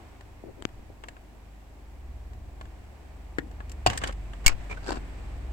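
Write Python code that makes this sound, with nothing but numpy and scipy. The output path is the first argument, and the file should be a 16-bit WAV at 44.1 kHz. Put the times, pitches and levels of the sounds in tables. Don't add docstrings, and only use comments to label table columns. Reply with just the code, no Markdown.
import sys
import numpy as np
from scipy import signal
from scipy.fft import rfft, irfft, next_fast_len
from scipy.io import wavfile
from scipy.ndimage import uniform_filter1d, map_coordinates

SR = 44100
rng = np.random.default_rng(int(sys.argv[2]) if len(sys.argv) > 2 else 0)


def dump_mix(stems):
    frames = np.atleast_2d(stems).T
    limited = np.clip(frames, -1, 1)
    pcm = np.round(limited * 32767).astype(np.int16)
    wavfile.write(sys.argv[1], SR, pcm)


N = 243696
TIME = np.arange(N) / SR

# start_s, level_db, hardness_db
POPS = [(3.8629, -8, -0.94), (3.8695, -9, 0.2)]
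# start_s, level_db, hardness_db
SNAPS = [(4.4627, -3.5, -1), (4.4668, -9.5, 1.5), (4.4787, -8.5, 0.5)]
# freq_hz, relative_db (per Hz)
SCRAPE = [(80, 12), (300, 4), (900, 1.5), (1300, -4), (2000, -4.5), (3000, -8), (4500, -17.5),
          (8000, -16.5), (10000, -28), (16000, -37)]


def amp(db):
    return 10 ** (np.asarray(db) / 20)


def unit(x):
    return x / np.sqrt(np.mean(x ** 2) + 1e-20)


def along(points, hz):
    f, v = np.transpose(points)
    return np.interp(np.log(hz + 1), np.log(f + 1), v)


def curves(rows):
    s, *cols = np.transpose(rows)
    return [np.interp(TIME, s, c) for c in cols]


def wobble(rate_hz):
    knots = rng.standard_normal(int(N * rate_hz / SR) + 4)
    return map_coordinates(knots, [TIME * rate_hz])


def filtered(x, response):
    m = next_fast_len(N + SR // 2)
    hz = np.fft.rfftfreq(m, 1 / SR)
    return irfft(rfft(x, m) * response(hz), m)[..., :N]


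def causal(db):
    cepstrum = irfft(np.log(amp(db)))
    half = cepstrum.shape[-1] // 2
    cepstrum[..., 1:half] *= 2
    cepstrum[..., half + 1:] = 0
    return np.exp(rfft(cepstrum))


def noise(spectrum, apart):
    white = rng.standard_normal((2, N))
    mid, side = filtered(white, lambda hz: amp(along(spectrum, hz)))
    return unit(np.array([mid + apart * side, mid - apart * side]))


def swell(start_s, length_s):
    progress = np.clip((TIME - start_s) / length_s, 0, 1)
    return np.sqrt(np.abs(np.sin(np.pi * progress))) * (TIME < start_s + length_s)


def add(out, start_s, sound):
    part = out[:, max(round(start_s * SR), 0):][:, :sound.shape[1]]
    part += sound[:, :part.shape[1]]


def ringing(modes, hz, damping):
    centre, width, db = np.transpose(modes)[:, :, None]
    loss = 1j * hz * width * damping
    shapes = loss / (centre * centre - hz * hz + loss)
    spot = amp(rng.normal(0, 3.6, (2, len(modes))))
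    return spot @ (amp(db) * shapes)


def contacts(rows, modes, t60_s, pan_db, lean, ring_db, damping, rise_s, spike, rough_db,
             thud_db, knock_db, bright_db, top_db, bass_db):
    out, size = np.zeros((2, N)), 8192
    t, hz = np.arange(size) / SR, np.fft.rfftfreq(size, 1 / SR)
    grip = (1 - np.exp(-t / rise_s)) * amp(-60 * t / t60_s)
    for start_s, level_db, hardness_db in rows:
        lumps = unit(uniform_filter1d(rng.standard_normal(size), 30))
        slips = rng.standard_normal((2, size)) * grip * amp(rough_db * lumps)
        force = slips / np.linalg.norm(slips, axis=1, keepdims=True)
        force[:, 8] += spike
        push = rfft(force)
        alike = 1 / (1 + (hz / 1400) ** 2)
        right = alike * push[0] + np.sqrt(1 - alike ** 2) * push[1]
        push[1] = right * np.exp(-2j * np.pi * hz * 0.00042)
        body = 1 + amp(ring_db) * ringing(modes, hz, damping)
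        body /= np.sqrt(np.mean(np.abs(body[:, hz < SR / 8]) ** 2))
        low = thud_db - lean * hardness_db
        mid = knock_db - lean * hardness_db
        high = bright_db + hardness_db
        colour = [(25, low + bass_db - 31), (100, low + bass_db), (220, low), (330, low),
                  (600, mid), (1100, mid), (1900, -1.4), (3200, 0.94), (5200, high), (8300, high),
                  (10000, high + top_db), (15000, high + top_db)]
        click = irfft(push * body * causal(along(colour, hz)))
        gain = np.sqrt(t60_s * SR / np.log(1e6) / (1 + spike ** 2))
        add(out, start_s, click * amp(level_db) * gain)
    return out * amp([[pan_db / 2], [-pan_db / 2]])


def stutter(start_s, length_s, level_db, count):
    times = start_s + length_s * (np.arange(count) + rng.uniform(size=count)) / count
    scatter_db = 1.8 * rng.standard_normal((count, 2))
    return [(s, level_db + louder, harder) for s, (louder, harder) in zip(times, scatter_db)]


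def stroking(rows, spectrum, grain_db, lump_db):
    pressure = sum(amp(db) * swell(s, length) for s, length, db in rows)
    catching = amp(grain_db * wobble(450) + lump_db * wobble(90))
    return pressure * unit(noise(spectrum, apart=0.99) * catching)


def engine():
    # time_s, level_db
    idle_level = [(0, -56.5), (1.5, -50), (1.9, -49), (2.4, -43), (3.03, -53), (3.3, -42), (3.75, -43),
                  (4.1, -39), (5.53, -39.5)]
    # multiple, relative_db
    orders = [(1, 1.5), (2, -12.5), (3, -19), (4, -22)]
    # time_s, pitch_hz
    drone_pitch = [(0, 74.5), (1.1, 74), (1.8, 69), (3.7, 69.8), (4.8, 62), (5.53, 63.5)]
    # time_s, level_db
    drone_level = [(0, -52), (1.6, -57.5), (2.1, -43.5), (2.9, -49.5), (4.0, -39), (4.8, -53.5),
                   (5.53, -34)]
    idle_hz, sag_from_s, sag_hz_per_s = 50.53, 3.0, 2.2
    firing_hz = idle_hz - sag_hz_per_s * np.maximum(TIME - sag_from_s, 0)
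    phase = 2 * np.pi * np.cumsum(firing_hz * (1 + 0.01087 * wobble(11))) / SR
    idle_db = curves(idle_level)[0] + 1.4 * wobble(7)
    idle = 0
    for k, db in orders:
        level = amp(idle_db + db + 0.47 * wobble(5.17))
        idle = idle + level * np.sin(k * phase + rng.uniform(0, 2 * np.pi))
    (drone_hz,), (drone_db,) = curves(drone_pitch), curves(drone_level)
    drone = amp(drone_db + wobble(3.42)) * np.sin(2 * np.pi * np.cumsum(drone_hz) / SR)
    return np.sqrt(2) * (idle + drone)


def ambience():
    # time_s, body_db, hiss_db
    air = [(0.0, -52.5, -62), (0.21, -56.5, -65), (1.72, -57, -66.5), (3.42, -54.5, -63.5),
           (4.89, -51, -57), (5.53, -50, -58.5)]
    # freq_hz, relative_db (per Hz)
    rumble_spectrum, body_spectrum, hiss_spectrum = [(15, 3.5), (30, -3), (55, -5), (105, 3), (150, -15.5),
                                                     (400, -35), (2000, -100)], [(40, 3.5), (130, -2), (300, 2),
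                                                                     (480, -8), (750, -5.5), (1200, -17),
                                                                     (2000, -63), (6000, -51)], [(500, -2.5), (1300, -3),
                                                                                   (2400, -1.5),
                                                                                   (3800, -11), (6500, -18),
                                                                                   (8200, -10),
                                                                                   (10000, -26),
                                                                                   (16000, -33)]
    body_db, hiss_db = curves(air)
    rumble = amp(body_db + 4 + 3 * wobble(1.93)) * noise(rumble_spectrum, apart=0.28)
    body = amp(body_db + 0.32 + 0.75 * wobble(17)) * noise(body_spectrum, apart=0.49)
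    hiss = amp(hiss_db + 0.75 + 0.71 * wobble(4.02)) * noise(hiss_spectrum, apart=1.0)
    mic_hiss = amp(-69) * rng.standard_normal((2, N))
    return rumble + body + hiss + mic_hiss


def blade_ticks():
    # start_s, level_db, hardness_db
    ticks = [(0.2089, -40, 1), (0.6893, -44, -4), (1.0377, -30.5, -5), (1.0851, -29.5, 2),
             (1.1668, -42, -6), (1.7904, -58, -8), (2.3338, -45.5, 3), (2.6115, -33, -3),
             (2.6544, -44.5, 1), (3.5137, -44, 3), (3.6039, -34, -9.5), (3.696, -39.5, 11.5),
             (3.7174, -38, 13.5)]
    # freq_hz, width_hz (before damping), relative_db
    blade = [(717, 27, -4), (1067, 78, 2), (1690, 110, 4.5), (2740, 220, -7.5), (3950, 84, -34),
             (4800, 210, -12), (5220, 280, -27), (7570, 330, -1)]
    return contacts(ticks, blade, t60_s=0.023, pan_db=4.5, lean=0.68, ring_db=1.5, damping=1.2,
                    rise_s=0.0011, spike=0.7, rough_db=0.66,
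                    thud_db=-3, knock_db=2.5, bright_db=-11.5, top_db=-9.5, bass_db=-3)


def handling():
    # start_s, length_s, level_db
    shifts = [(.4375, 0.0054, -37.5), (0.443, 0.073, -46.5), (0.571, 0.051, -52), (0.791, 0.011, -49),
              (0.898, 0.014, -49)]
    # freq_hz, relative_db (per Hz)
    skin = [(60, -23), (200, -6.5), (330, -1.5), (600, -9), (900, -25), (2500, -55), (9000, -70)]
    # start_s, level_db, hardness_db
    taps = [(0.6236, -23, -0.44), (0.6524, -14.5, 0)]
    # freq_hz, width_hz (before damping), relative_db
    case = [(334, 230, -10), (830, 440, -0.5), (3030, 600, 5), (7800, 630, -19)]
    rubs = stroking(shifts, skin, grain_db=1, lump_db=1) * amp([[3], [-4]])
    return rubs + contacts(taps, case, t60_s=0.0043, pan_db=15.0, lean=1.2, ring_db=-1, damping=1,
                           rise_s=0.00039, spike=0.88, rough_db=2.2,
                           thud_db=11, knock_db=1, bright_db=-10.5, top_db=-17, bass_db=-2)


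def seating_knock():
    # start_s, level_db, hardness_db
    knocks = [(3.3844, -19.5, 0)]
    # freq_hz, width_hz (before damping), relative_db
    housing = [(124.3, 46, -1), (207, 47, -1.5), (295, 69, 0.5), (1800, 130, 10), (2060, 99, -8),
               (3280, 170, -17)]
    return contacts(knocks, housing, t60_s=0.029, pan_db=8.0, lean=1, ring_db=7.5, damping=1.5,
                    rise_s=0.0005, spike=0.3, rough_db=1.5,
                    thud_db=9.5, knock_db=6, bright_db=-10.5, top_db=-10.5, bass_db=6)


def trim_pops():
    # freq_hz, width_hz (before damping), relative_db
    trim = [(280, 13, 1), (553, 28, -8), (733, 23, 11), (783, 31, 11.5), (970, 88, 2), (1070, 31, 1),
            (1780, 14, -11), (1900, 14, -15), (2780, 43, 8), (4640, 150, -4)]
    return contacts(POPS, trim, t60_s=0.035, pan_db=2.5, lean=4.5, ring_db=3.0, damping=1.4,
                    rise_s=0.00064, spike=0.47, rough_db=2.8,
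                    thud_db=6, knock_db=0.0, bright_db=-6.5, top_db=-14, bass_db=5)


def trim_shudder(level_db=-19, panel_hz=103, sway_hz=58, t60_s=.22):
    t = np.maximum(TIME - POPS[0][0], 0)
    fade = amp(level_db - 60 * t / t60_s)
    return fade * (np.sin(2 * np.pi * panel_hz * t) + .5 * np.sin(2 * np.pi * sway_hz * t))


def blade_strokes():
    # start_s, length_s, level_db
    strokes = [(3.868, 0.11, -37), (3.99, 0.128, -40), (4.44, 0.037, -42), (4.575, .115, -52.5),
               (4.694, 0.059, -45.5)]
    return stroking(strokes, SCRAPE, grain_db=1, lump_db=3.0)


def blade_skids():
    # start_s, level_db, hardness_db
    skids = [(3.8989, -19, 3), (3.9316, -26, 2), (3.9748, -20.5, 9.5), (4.0155, -26.5, -5),
             (4.0368, -15.5, -1), (4.0733, -22.5, 5.5), (4.0924, -30, -8), (4.124, -35.5, 3.5),
             (4.333, -35, -4)]
    # freq_hz, width_hz (before damping), relative_db
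    bracket = [(520, 53, 4.5), (790, 19, -6), (1176, 140, -4), (1620, 93, -2.5), (1806, 56, 3),
               (2017, 17, -12), (2940, 50, -4), (4840, 120, -10), (7330, 140, -4), (8700, 320, 2)]
    run = stutter(start_s=4.035, length_s=.055, level_db=-36, count=5)
    return contacts(skids + run, bracket, t60_s=0.035, pan_db=2.5, lean=1.0, ring_db=4, damping=1.24,
                    rise_s=0.0018, spike=0.23, rough_db=4.6,
                    thud_db=-0.5, knock_db=-2, bright_db=-11.0, top_db=-14, bass_db=7)


def clip_snaps():
    # freq_hz, width_hz (before damping), relative_db
    spring = [(1330, 15, -5), (2270, 79, 10), (2780, 93, 2), (3140, 63, -4), (4350, 140, -7),
              (4810, 230, -1.5), (5450, 170, -13), (6750, 56, -4.5), (7870, 290, 2), (8470, 130.3, -11),
              (14300, 170, -2)]
    return contacts(SNAPS, spring, t60_s=.015, pan_db=-2.0, lean=0.36, ring_db=6, damping=1.9,
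                    rise_s=0.0011, spike=0.37, rough_db=1.7,
                    thud_db=-6.5, knock_db=0.0, bright_db=2.5, top_db=-8.5, bass_db=-14)


def port_thump(level_db=-4.5, decay_s=0.037, swing_hz=7.1, rise_s=0.0019):
    t = np.maximum(TIME - SNAPS[0][0] - .001, 0)
    swing = (1 - np.exp(-t / rise_s)) * np.exp(-t / decay_s) * np.cos(2 * np.pi * swing_hz * t)
    return -amp([[level_db], [level_db - 21]]) * swing


def clip_settling():
    # start_s, length_s, level_db
    bursts = [(4.484, 0.019, -33.5), (4.49, 0.047, -44.5)]
    # freq_hz, relative_db (per Hz)
    chatter = [(300, -2.5), (900, -4.5), (1350, 1.5), (1800, -8), (2600, 0), (3500, -14), (5000, -13),
               (8000, -18), (10000, -32), (16000, -36)]
    return stroking(bursts, chatter, grain_db=-0.5, lump_db=0.5)


def squeaks():
    # start_s, length_s, pitch_hz (before jitter), level_db
    rows = [(4.697, 0.0085, 2370, -42), (4.71, 0.011, 2357, -34.5), (4.723, 0.011, 2350, -36.5),
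            (4.77, 0.013, 1480, -42.5)]
    out = np.zeros((2, N))
    grit = 0.68 * noise(SCRAPE, apart=0.99)
    for start_s, length_s, pitch_hz, level_db in rows:
        phase = 2 * np.pi * np.cumsum(pitch_hz * (1 + .03 * wobble(900))) / SR
        tone = np.sin(phase + np.array([[0], [1]]))
        out += amp(level_db) * swell(start_s, length_s) * (tone + grit)
    return out


def shaft_pull():
    # start_s, length_s, level_db
    pulls = [(4.828, 0.155, -42.5), (4.856, 0.027, -45.5), (4.888, 0.061, -44)]
    # freq_hz, relative_db (per Hz)
    rasp = [(120, -18), (240, 12.5), (500, 4), (800, 7.5), (1150, -7), (1550, 4.5), (2100, -13),
            (3200, -14), (4700, -3.5), (6300, -14), (7800, -6.5), (10000, -24), (16000, -37)]
    return stroking(pulls, rasp, grain_db=6, lump_db=2.0)


def shaft_slips():
    # start_s, level_db, hardness_db
    catches = [(4.8888, -26, 0.018), (4.9187, -27, 0), (4.9691, -34, 0)]
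    # freq_hz, width_hz (before damping), relative_db
    shaft = [(1520, 61, -2), (2340, 44, -6), (2710, 44, 2.5), (3770, 110, -11), (4500, 150, -1.5),
             (7640, 85, -2)]
    run = stutter(start_s=4.858, length_s=.112, level_db=-37, count=10)
    return contacts(catches + run, shaft, t60_s=.03, pan_db=6.5, lean=0.91, ring_db=11.5, damping=0.87,
                    rise_s=0.0006, spike=0.2, rough_db=5.4,
                    thud_db=21, knock_db=11, bright_db=-13.0, top_db=-12, bass_db=-22)


def cabin(x):
    # freq_hz, t60_s
    decay = [(100, 0.61), (700, 0.14), (2500, 0.07), (8000, 0.058), (15000, 0.013)]
    hz, t, z = signal.stft(rng.standard_normal((2, SR // 3)), SR, nperseg=256)
    fade = amp(-60 * t / along(decay, hz)[:, None])
    tail = signal.istft(z * fade, SR, nperseg=256)[1]
    tail = np.pad(tail / np.linalg.norm(tail[0]), ((0, 0), (130, 0)))
    return signal.fftconvolve(x, tail, axes=1)[:, :N]


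def scene():
    work = blade_ticks() + seating_knock() + trim_pops() + blade_strokes() + blade_skids()
    work += clip_snaps() + clip_settling() + squeaks() + shaft_pull() + shaft_slips()
    room = amp(-17.5) * cabin(work)
    return engine() + ambience() + work + room + handling() + trim_shudder() + port_thump()


def record(dry):
    # freq_hz, left_db, right_db
    ports = np.array([(97, -1, -1), (296, 2.5, -1), (1060, 5, 2.5), (1740, 4, 5), (2960, -3.5, 4),
                      (4630, -1, 4.5), (6970, 2, 2.5), (7600, 6.5, -14), (8670, -1, -7.5), (10500, 0, -1),
                      (14500, -2, 0)])
    left, right = ports[:, [0, 1]], ports[:, [0, 2]]
    heard = filtered(dry, lambda hz: causal(np.array([along(left, hz), along(right, hz)])))
    heard = heard / (1 + np.abs(heard) ** 6) ** (1 / 6)
    top_hz, slope_hz = 16000, 300
    return filtered(heard, lambda hz: np.clip(.5 + (top_hz - hz) / slope_hz, 0, 1))


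dry = scene()
out = record(dry)
dump_mix(out)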